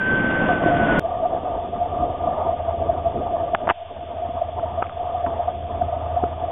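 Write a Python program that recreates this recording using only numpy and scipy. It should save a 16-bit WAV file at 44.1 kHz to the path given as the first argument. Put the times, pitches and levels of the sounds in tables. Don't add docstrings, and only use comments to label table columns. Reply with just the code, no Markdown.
import sys
import numpy as np
from scipy import signal
from scipy.io import wavfile
from scipy.ndimage import uniform_filter1d

SR = 44100
rng = np.random.default_rng(int(sys.argv[2]) if len(sys.argv) > 2 else 0)


def to_wav(s):
    ch = np.atleast_2d(s).T
    pcm = np.round(np.clip(ch, -1, 1) * 32767)
    wavfile.write(sys.argv[1], SR, pcm.astype(np.int16))


def how_loud(loudness_db):
    steps = np.asarray(loudness_db, float) / 20
    return 10 ** steps


N = 287091

# time in seconds, whine pitch in Hz, whine level in dB, engine load in dB.
NEAR_ENGINE = [
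    (0.0, 1545, -23.5, -27.5),
    (0.134, 1538, -20, -24.5),
    (0.31, 1536, -25.5, -24),
    (0.5, 1525, -23.5, -22.5),
    (0.6, 1507, -31, -27.5),
    (0.67, 1522, -24, -24.5),
    (0.76, 1514, -29.5, -25.5),
    (0.9, 1479, -23.5, -20.5),
    (0.99, 1462, -24, -20),
]
# frequency in Hz, density in dB per Hz.
RUMBLE_COLOUR = [(20, -34), (40, -16), (70, -7), (150, -5.5), (250, 2), (400, -11), (570, -3.5),
                 (750, -10.5), (950, -13), (1400, -17.5), (1800, -32.5), (3000, -100)]
# frequency in Hz, density in dB per Hz.
CLATTER_COLOUR = [(940, -31.5), (1600, -5.5), (1620, -22.5), (1940, -10), (2180, -18), (3110, -18.5),
                  (3500, -24), (4550, -65), (7700, -120)]
# start in seconds, peak level in dB, pitch in Hz.
WHEEL_KNOCKS = [
    (0.119, -15, 289),
    (0.244, -8, 286),
    (0.485, -14, 277),
    (0.529, -11, 239),
    (0.589, -26, 156),
    (0.637, -9.5, 575),
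    (0.661, -1, 337),
    (0.799, -9.5, 243.4),
    (0.933, -19, 231.6),
]
# time in seconds, drop in dB, half-width in seconds.
ECHO_NULLS = [
    (0.625, 9, 0.013),
    (0.73, 12, .022),
    (0.875, 14, 0.0086),
    (0.452, 9, 0.0072),
    (0.478, 9, .008),
    (0.952, 12, 0.01),
]
# multiple of the crank rate, level in dB.
CRANK_ORDERS = [(4, -22), (5, -16), (6, -14), (7, -17), (8, 0), (9, -8), (10, -17), (11, -13), (14, -17),
                (16, -21)]
# time in seconds, level in dB.
FAR_EFFORT = [(1.0, -38.5), (1.33, -44), (1.83, -38), (2.29, -37), (2.92, -31.5), (3.6, -41.5), (4.0, -38),
              (4.77, -34), (4.94, -40.5), (5.77, -31.5), (6.16, -32), (6.51, -34.5)]
# frequency in Hz, density in dB per Hz.
ROAR_COLOUR = [(290, -46.5), (500, -16.5), (573, -22), (657, 0), (690, 2), (734, -13.5), (796, -26),
               (879, -13.5), (971, -23), (1090, -26), (1200, -17), (1240, -25), (1350, -37.5),
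               (1730, -38.5), (2200, -47.5), (2860, -81), (4840, -120)]
# frequency in Hz, density in dB per Hz.
GUST_COLOUR = [(10, -40), (30, -27.5), (50, -7.5), (110, -5.5), (185, -10), (255, -4), (400, -6), (600, -5),
               (780, -32.5), (1300, -100)]
# frequency in Hz, density in dB per Hz.
HISS_COLOUR = [(820, -45), (1400, -11), (1920, -13.5), (2010, -15), (2220, -11.5), (2440, -10.5),
               (3080, -7.5), (3500, -7), (4550, -42), (7700, -120)]
# time in seconds, level of the whistle bed in dB.
BREEZE_LEVEL = [(0.49, -21), (0.56, -31), (0.72, -21), (0.98, -31.5), (1.25, -26.5), (1.62, -29.5),
                (1.85, -26.5), (2.14, -28), (2.4, -23.5), (3.0, -28), (3.45, -28), (4.05, -31.5),
                (4.3, -26.5), (4.9, -31.5), (5.33, -26.5), (5.6, -33.5), (6.0, -27), (6.51, -28.5)]
# time in seconds, drop in dB, half-width in seconds.
BREEZE_LULLS = [(1.025, -1, 0.0094), (1.29, 6, 0.011), (1.70, 9, 0.026), (2.555, 9, 0.027),
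                (2.77, 5, 0.022), (2.16, 5, 0.027), (2.635, 3.5, 0.022), (3.23, 1.5, 0.017),
                (4.55, 6.5, 0.021), (4.06, 3, 0.037), (4.32, 7, 0.035), (4.49, 5, 0.022), (4.95, 4, 0.024),
                (5.53, 4.5, 0.012), (6.36, 9, 0.022)]
# time in seconds, rise in dB, half-width in seconds.
PORT_BLOWS = [
    (1.33, 6, 0.033),
    (1.55, 5, 0.078),
    (2.06, 5.5, 0.099),
    (2.28, 6, 0.042),
    (2.87, 5, 0.077),
    (3.17, 3.5, 0.025),
    (4.64, 4, 0.071),
    (5.3, 3.5, .05),
    (5.8, 5.5, 0.087),
]
# start in seconds, peak level in dB, pitch in Hz, length in seconds.
STRONG_SWELLS = [(0.51, -17, 678, 0.022), (0.739, -15.5, 692.6, 0.053), (0.886, -12.5, 674, 0.041),
                 (1.038, -13, 673, 0.043), (1.227, -13.5, 657, 0.034), (1.252, -12.5, 711, 0.029),
                 (1.329, -10, 690, 0.022), (1.808, -14.5, 703, 0.047), (1.97, -14.5, 678, 0.033),
                 (2.015, -16, 726, 0.041), (2.273, -15, 653, 0.024), (2.487, -14, 682, 0.025),
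                 (2.671, -18, 672, 0.054), (2.818, -17.5, 636, .024), (2.893, -10, 651, 0.026),
                 (3.049, -14.5, 662, 0.055), (3.316, -17, 674.4, 0.066), (3.536, -13, 698, 0.019),
                 (3.813, -15, 694, 0.037), (4.419, -11.5, 675, 0.018), (4.632, -17.5, 643, 0.033),
                 (4.775, -17, 670, 0.044), (5.144, -15, 723, 0.03), (5.385, -14, 716, 0.049),
                 (5.478, -16, 705, 0.026), (5.816, -10.5, 700, 0.022), (5.748, -20, 687, 0.042),
                 (6.165, -12, 697, 0.032), (6.22, -16.5, 706, 0.042), (6.437, -14, 703, 0.028)]
# start in seconds, peak level in dB, pitch in Hz, ring t60 in seconds.
HANDLING_TICKS = [(4.596, -28, 1310, 0.019), (4.641, -29, 1204, 0.015), (4.8209, -15, 1040, 0.01),
                  (4.8247, -1.5, 740, 0.0097), (4.8255, -10, 1217, 0.016), (4.8294, -19.5, 1250, 0.017),
                  (4.8406, -23, 1230, 0.027), (4.858, -27.5, 1110, 0.014), (4.8674, -31, 2300, 0.0081),
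                  (4.8954, -20.5, 1260, .01), (5.2638, -17, 1300, 0.01), (5.267, -17.5, 940, 0.024),
                  (5.3027, -35.5, 1500, .012), (5.435, -34, 1300, 0.011), (5.8204, -26, 1500, .01),
                  (6.2376, -8, 425, 0.023), (6.2391, -12, 620, 0.017), (6.2394, -19.5, 1240, 0.013),
                  (6.4524, -27, 1200, .01)]
# start in seconds, peak level in dB, pitch in Hz, ring t60 in seconds.
GRIP_SCRAPE = [(3.5488, 8, 1120, 0.0027), (3.5512, -11.5, 1590, 0.0092), (3.552, -9, 740, 0.016),
               (3.673, -8.5, 1000, .008), (3.678, -4, 714, 0.014), (3.684, -16.5, 812, .01),
               (3.691, -0.5, 1180, 0.0053), (3.6955, -17, 1473, .008), (3.698, -21, 1300, 0.0043),
               (3.7003, -24, 1250, .0055), (3.704, -20, 1150, 0.006), (3.707, 4, 850, 0.003),
               (3.71, -8, 881, 0.021), (3.715, -18, 882, 0.013), (3.721, -25.5, 896, 0.0076)]
# start in seconds, peak level in dB, pitch in Hz.
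SOFT_THUMPS = [
    (2.042, -27, 153),
    (2.279, -24, 271),
    (3.543, -20, 298),
    (3.68, -23.5, 320),
    (4.289, -20.5, 249),
    (4.819, -25, 484),
    (5.267, -18, 278),
    (5.819, -38.5, 380),
    (6.234, -11, 260),
]
# time in seconds, level in dB.
RASP_LEVEL = [(3.668, -52), (3.674, -42.5), (3.688, -44), (3.69, -26.5), (3.701, -14), (3.71, -24.5),
              (3.72, -47), (3.735, -63)]
# frequency in Hz, density in dB per Hz.
RASP_TONE = [(200, -12), (600, 0), (1100, 3), (2000, -3), (3000, -10), (3700, -27.5)]
# start in seconds, drop in dB, recovery in seconds.
GAIN_DUCKS = [
    (3.556, 9.5, 0.027),
    (3.724, 15.5, 0.23),
    (4.832, 3.5, .05),
]

FAR_ENTRY_S = 0.487
WHISTLE_HZ = 690
SHELTER_S = 3.72


def evened(x):
    return x / np.sqrt(np.mean(x ** 2) + 1e-20)


def columns(rows):
    s, *rest = np.transpose(rows)
    t = np.arange(N) / SR
    return [np.interp(t, s, c) for c in rest]


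def bumps(rows):
    out = np.zeros(N)
    for s, db, half in rows:
        at = max(round((s - 0.3) * SR), 0)
        part = out[at:at + round(0.6 * SR)]
        away = (at + np.arange(len(part))) / SR - s
        part += db * np.exp(-(away / max(half, 0.004)) ** 2)
    return out


def wander(hz):
    lowpass = signal.butter(2, hz, fs=SR, output="sos")
    return evened(signal.sosfiltfilt(lowpass, rng.standard_normal(N)))


def noise(points, lo_hz, hi_hz, patchy_db, flicker_db, size=1024):
    hz = np.fft.rfftfreq(size, 1 / SR)
    frames = 4 * N // size + 5
    f, db = np.transpose(points)
    a, b, patches = rng.standard_normal((frames, len(hz), 3)).T
    patches = uniform_filter1d(patches, size=8, axis=0)
    patches = evened(uniform_filter1d(patches, size=8, axis=1))
    flicker = evened(uniform_filter1d(rng.standard_normal(frames), size=4))
    shape = np.interp(np.log(hz + 1), np.log(f + 1), db, -120, -120)
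    z = (a + 1j * b) * how_loud(shape[:, None] + patchy_db * patches + flicker_db * flicker)
    in_band = (hz > lo_hz) & (hz < hi_hz)
    share = np.sum(abs(z[in_band]) ** 2) / np.sum(abs(z) ** 2)
    sound = signal.istft(z, nperseg=size, noverlap=size - size // 4)[1][:N]
    return evened(sound) / np.sqrt(share)


def resonate(x, hz, width_hz):
    turn = np.exp(2j * np.pi * np.cumsum(hz) / SR)
    r = np.exp(-np.pi * width_hz / SR)
    return 2 * (turn * signal.lfilter([1 - r], [1, -r], x / turn)).real


def rings(rows, spread):
    out = np.zeros(N + 4000)
    t = np.arange(4000) / SR
    for s, db, hz, t60 in rows:
        partner_hz = hz * (1.5 + 0.5 * rng.random())
        ring = np.sin(2 * np.pi * hz * t) + spread * np.sin(2 * np.pi * partner_hz * t)
        attack = (1 - np.exp(-t * hz * 6)) ** 2
        out[round(s * SR):][:4000] -= how_loud(db - 60 * t / max(t60, 0.001)) * ring * attack
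    return out[:N]


def limited(x):
    lowpass = signal.firwin(401, 3680, window=("kaiser", 9), fs=SR)
    return signal.oaconvolve(x, lowpass, "same")


def blower_whine(hz, level_db):
    pitch = uniform_filter1d(hz, size=5000) + 2.3 * wander(30)
    level = how_loud(level_db - bumps(ECHO_NULLS) + 0.67 * wander(25))
    return np.sqrt(2) * np.sin(2 * np.pi * np.cumsum(pitch) / SR) * level


def engine_rumble(load_db):
    return how_loud(load_db) * noise(RUMBLE_COLOUR, 100, 560, patchy_db=0.0, flicker_db=1.5, size=512)


def clatter(load_db):
    level = how_loud(-37.5 + 0.68 * (load_db + 24))
    return level * noise(CLATTER_COLOUR, 1700, 3500, patchy_db=0.5, flicker_db=1.0, size=256)


def wheel_knocks():
    t60_s = 0.025
    return rings([(*knock, t60_s) for knock in WHEEL_KNOCKS], spread=0.5)


def near_locomotive():
    end_s, end_pressure = 0.9951, -0.2
    hz, whine_db, load_db = columns(NEAR_ENGINE)
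    x = blower_whine(hz, whine_db) + engine_rumble(load_db) + clatter(load_db) + wheel_knocks()
    x = limited(x)
    end = round(end_s * SR)
    lead = np.exp(np.minimum(np.arange(N) - end, 0) / 12.0)
    return (x + (end_pressure - x[end]) * lead) * (np.arange(N) <= end)


def lesser_swells(bed_db):
    gap_s = 0.055
    slots = np.arange(FAR_ENTRY_S, N / SR - 0.1, gap_s)
    u = rng.uniform(-1, 1, (len(slots), 4))
    s = slots + gap_s * (1 + u[:, 0]) / 2
    level_db = bed_db[(s * SR).astype(int)] + 5 + 3 * u[:, 1]
    pitch_hz = WHISTLE_HZ + 38 * u[:, 2]
    length_s = 0.03 * (1 + 0.25 * u[:, 3])
    rows = np.transpose([s, level_db, pitch_hz, length_s])
    nearest_s = abs(s[:, None] - np.array(STRONG_SWELLS)[:, 0]).min(1)
    return [*rows[nearest_s > gap_s / 2]]


def whistle(bed_db):
    centre = WHISTLE_HZ + 10 * wander(3.3)
    fuzzy = resonate(rng.standard_normal(N), centre, 72)
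    out = how_loud(bed_db) * evened(resonate(fuzzy, centre, 72))
    waver_hz = 12 * wander(30)
    for s, db, hz, length_s in STRONG_SWELLS + lesser_swells(bed_db):
        at = round((s - 0.006) * SR)
        part = out[at:at + round(np.clip(length_s, 0.015, 0.08) * SR)]
        u = np.linspace(0, 1, len(part))
        swell = np.sin(np.pi * u ** 0.87) ** 2
        pitch = 0.75 * hz + 0.248 * WHISTLE_HZ + waver_hz[at:at + len(part)]
        part += how_loud(db) * swell * np.sin(2 * np.pi * np.cumsum(pitch) / SR)
    return out


def rail_roar(bed_db, sheltered):
    roar = how_loud(bed_db - 10) * noise(ROAR_COLOUR, 820, 1350, patchy_db=2.5, flicker_db=2.0)
    roar -= 0.93 * resonate(roar, np.full(N, WHISTLE_HZ), 160)
    overtone = resonate(roar, np.full(N, 1184), 31)
    return roar + (0.45 - 0.67 * sheltered) * overtone


def wind_gusts(bed_db, sheltered):
    blows_db = bumps(PORT_BLOWS)
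    gust_db = -38.5 + 0.18 * (bed_db + 27) + 1.2 * wander(8.3) + blows_db - 5 * sheltered
    gusts = how_loud(gust_db + 1.0) * noise(GUST_COLOUR, 130, 480, patchy_db=2.5, flicker_db=2.0)
    buffet_db = gust_db - 9 + 0.5 * blows_db - 5.5 * sheltered + 3.5 * wander(3.3)
    buffets = how_loud(buffet_db) * evened(resonate(wander(90), np.full(N, 55.0), 30))
    return gusts + buffets


def engine_throb():
    crank_hz, firing_order = 10.17, 8
    together_s = 6.145
    turns = (np.arange(N) / SR - together_s) * crank_hz
    lines = np.zeros(N)
    for k, db in CRANK_ORDERS:
        stray = rng.random() * (abs(k - firing_order) > 1)
        lines += how_loud(db + 0.8 * wander(2.4)) * np.cos(2 * np.pi * (k * turns + stray))
    exhaust_hz = np.full(N, 88.0)
    fuzz = resonate(rng.standard_normal(N), exhaust_hz, 33)
    fuzz = resonate(fuzz, exhaust_hz, 33)
    effort = how_loud(columns(FAR_EFFORT)[0] + 1.3 * wander(4.1))
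    return effort * evened(evened(lines) + 0.3 * evened(fuzz))


def preamp_hiss():
    return how_loud(-52) * noise(HISS_COLOUR, 1500, 3700, patchy_db=0.3, flicker_db=0.2)


def handling():
    thumps = rings([(*thump, 0.03) for thump in SOFT_THUMPS], spread=0.3)
    ticks = rings(GRIP_SCRAPE + HANDLING_TICKS, spread=0.14)
    start_s, end_s = RASP_LEVEL[0][0], RASP_LEVEL[-1][0]
    rasp_db = columns([(0, -150), *RASP_LEVEL, (end_s + 0.0095, -150)])[0]
    rasp = noise(RASP_TONE, 200, 3700, patchy_db=2.5, flicker_db=0.0, size=256)
    rasp *= how_loud(rasp_db + 1.8 * wander(270)) * (np.arange(N) > start_s * SR)
    return rasp + ticks + thumps


def ducking():
    t = np.arange(N) / SR
    held_db = np.zeros(N)
    for s, db, recovery_s in GAIN_DUCKS:
        held_db += db * np.exp(-np.maximum(t - s, 0) / recovery_s) * (t > s)
    return uniform_filter1d(held_db, size=150)


def far_scene():
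    t = np.arange(N) / SR
    sheltered = t > SHELTER_S
    bed_db = columns(BREEZE_LEVEL)[0] - bumps(BREEZE_LULLS)
    outside = whistle(bed_db) + rail_roar(bed_db, sheltered) + wind_gusts(bed_db, sheltered) + engine_throb()
    mix = outside * how_loud(-ducking()) + handling() + preamp_hiss()
    return limited(mix * (t > FAR_ENTRY_S))


def scene():
    return (near_locomotive() + far_scene())[None]


def top_cut(x):
    return signal.sosfilt(signal.butter(12, 15800, fs=SR, output="sos"), x)


def record(dry):
    offset, dither = 0.003, 8e-6
    mix = dry + offset + dither * rng.standard_normal(N)
    return top_cut(mix)


dry = scene()
out = record(dry)
to_wav(out)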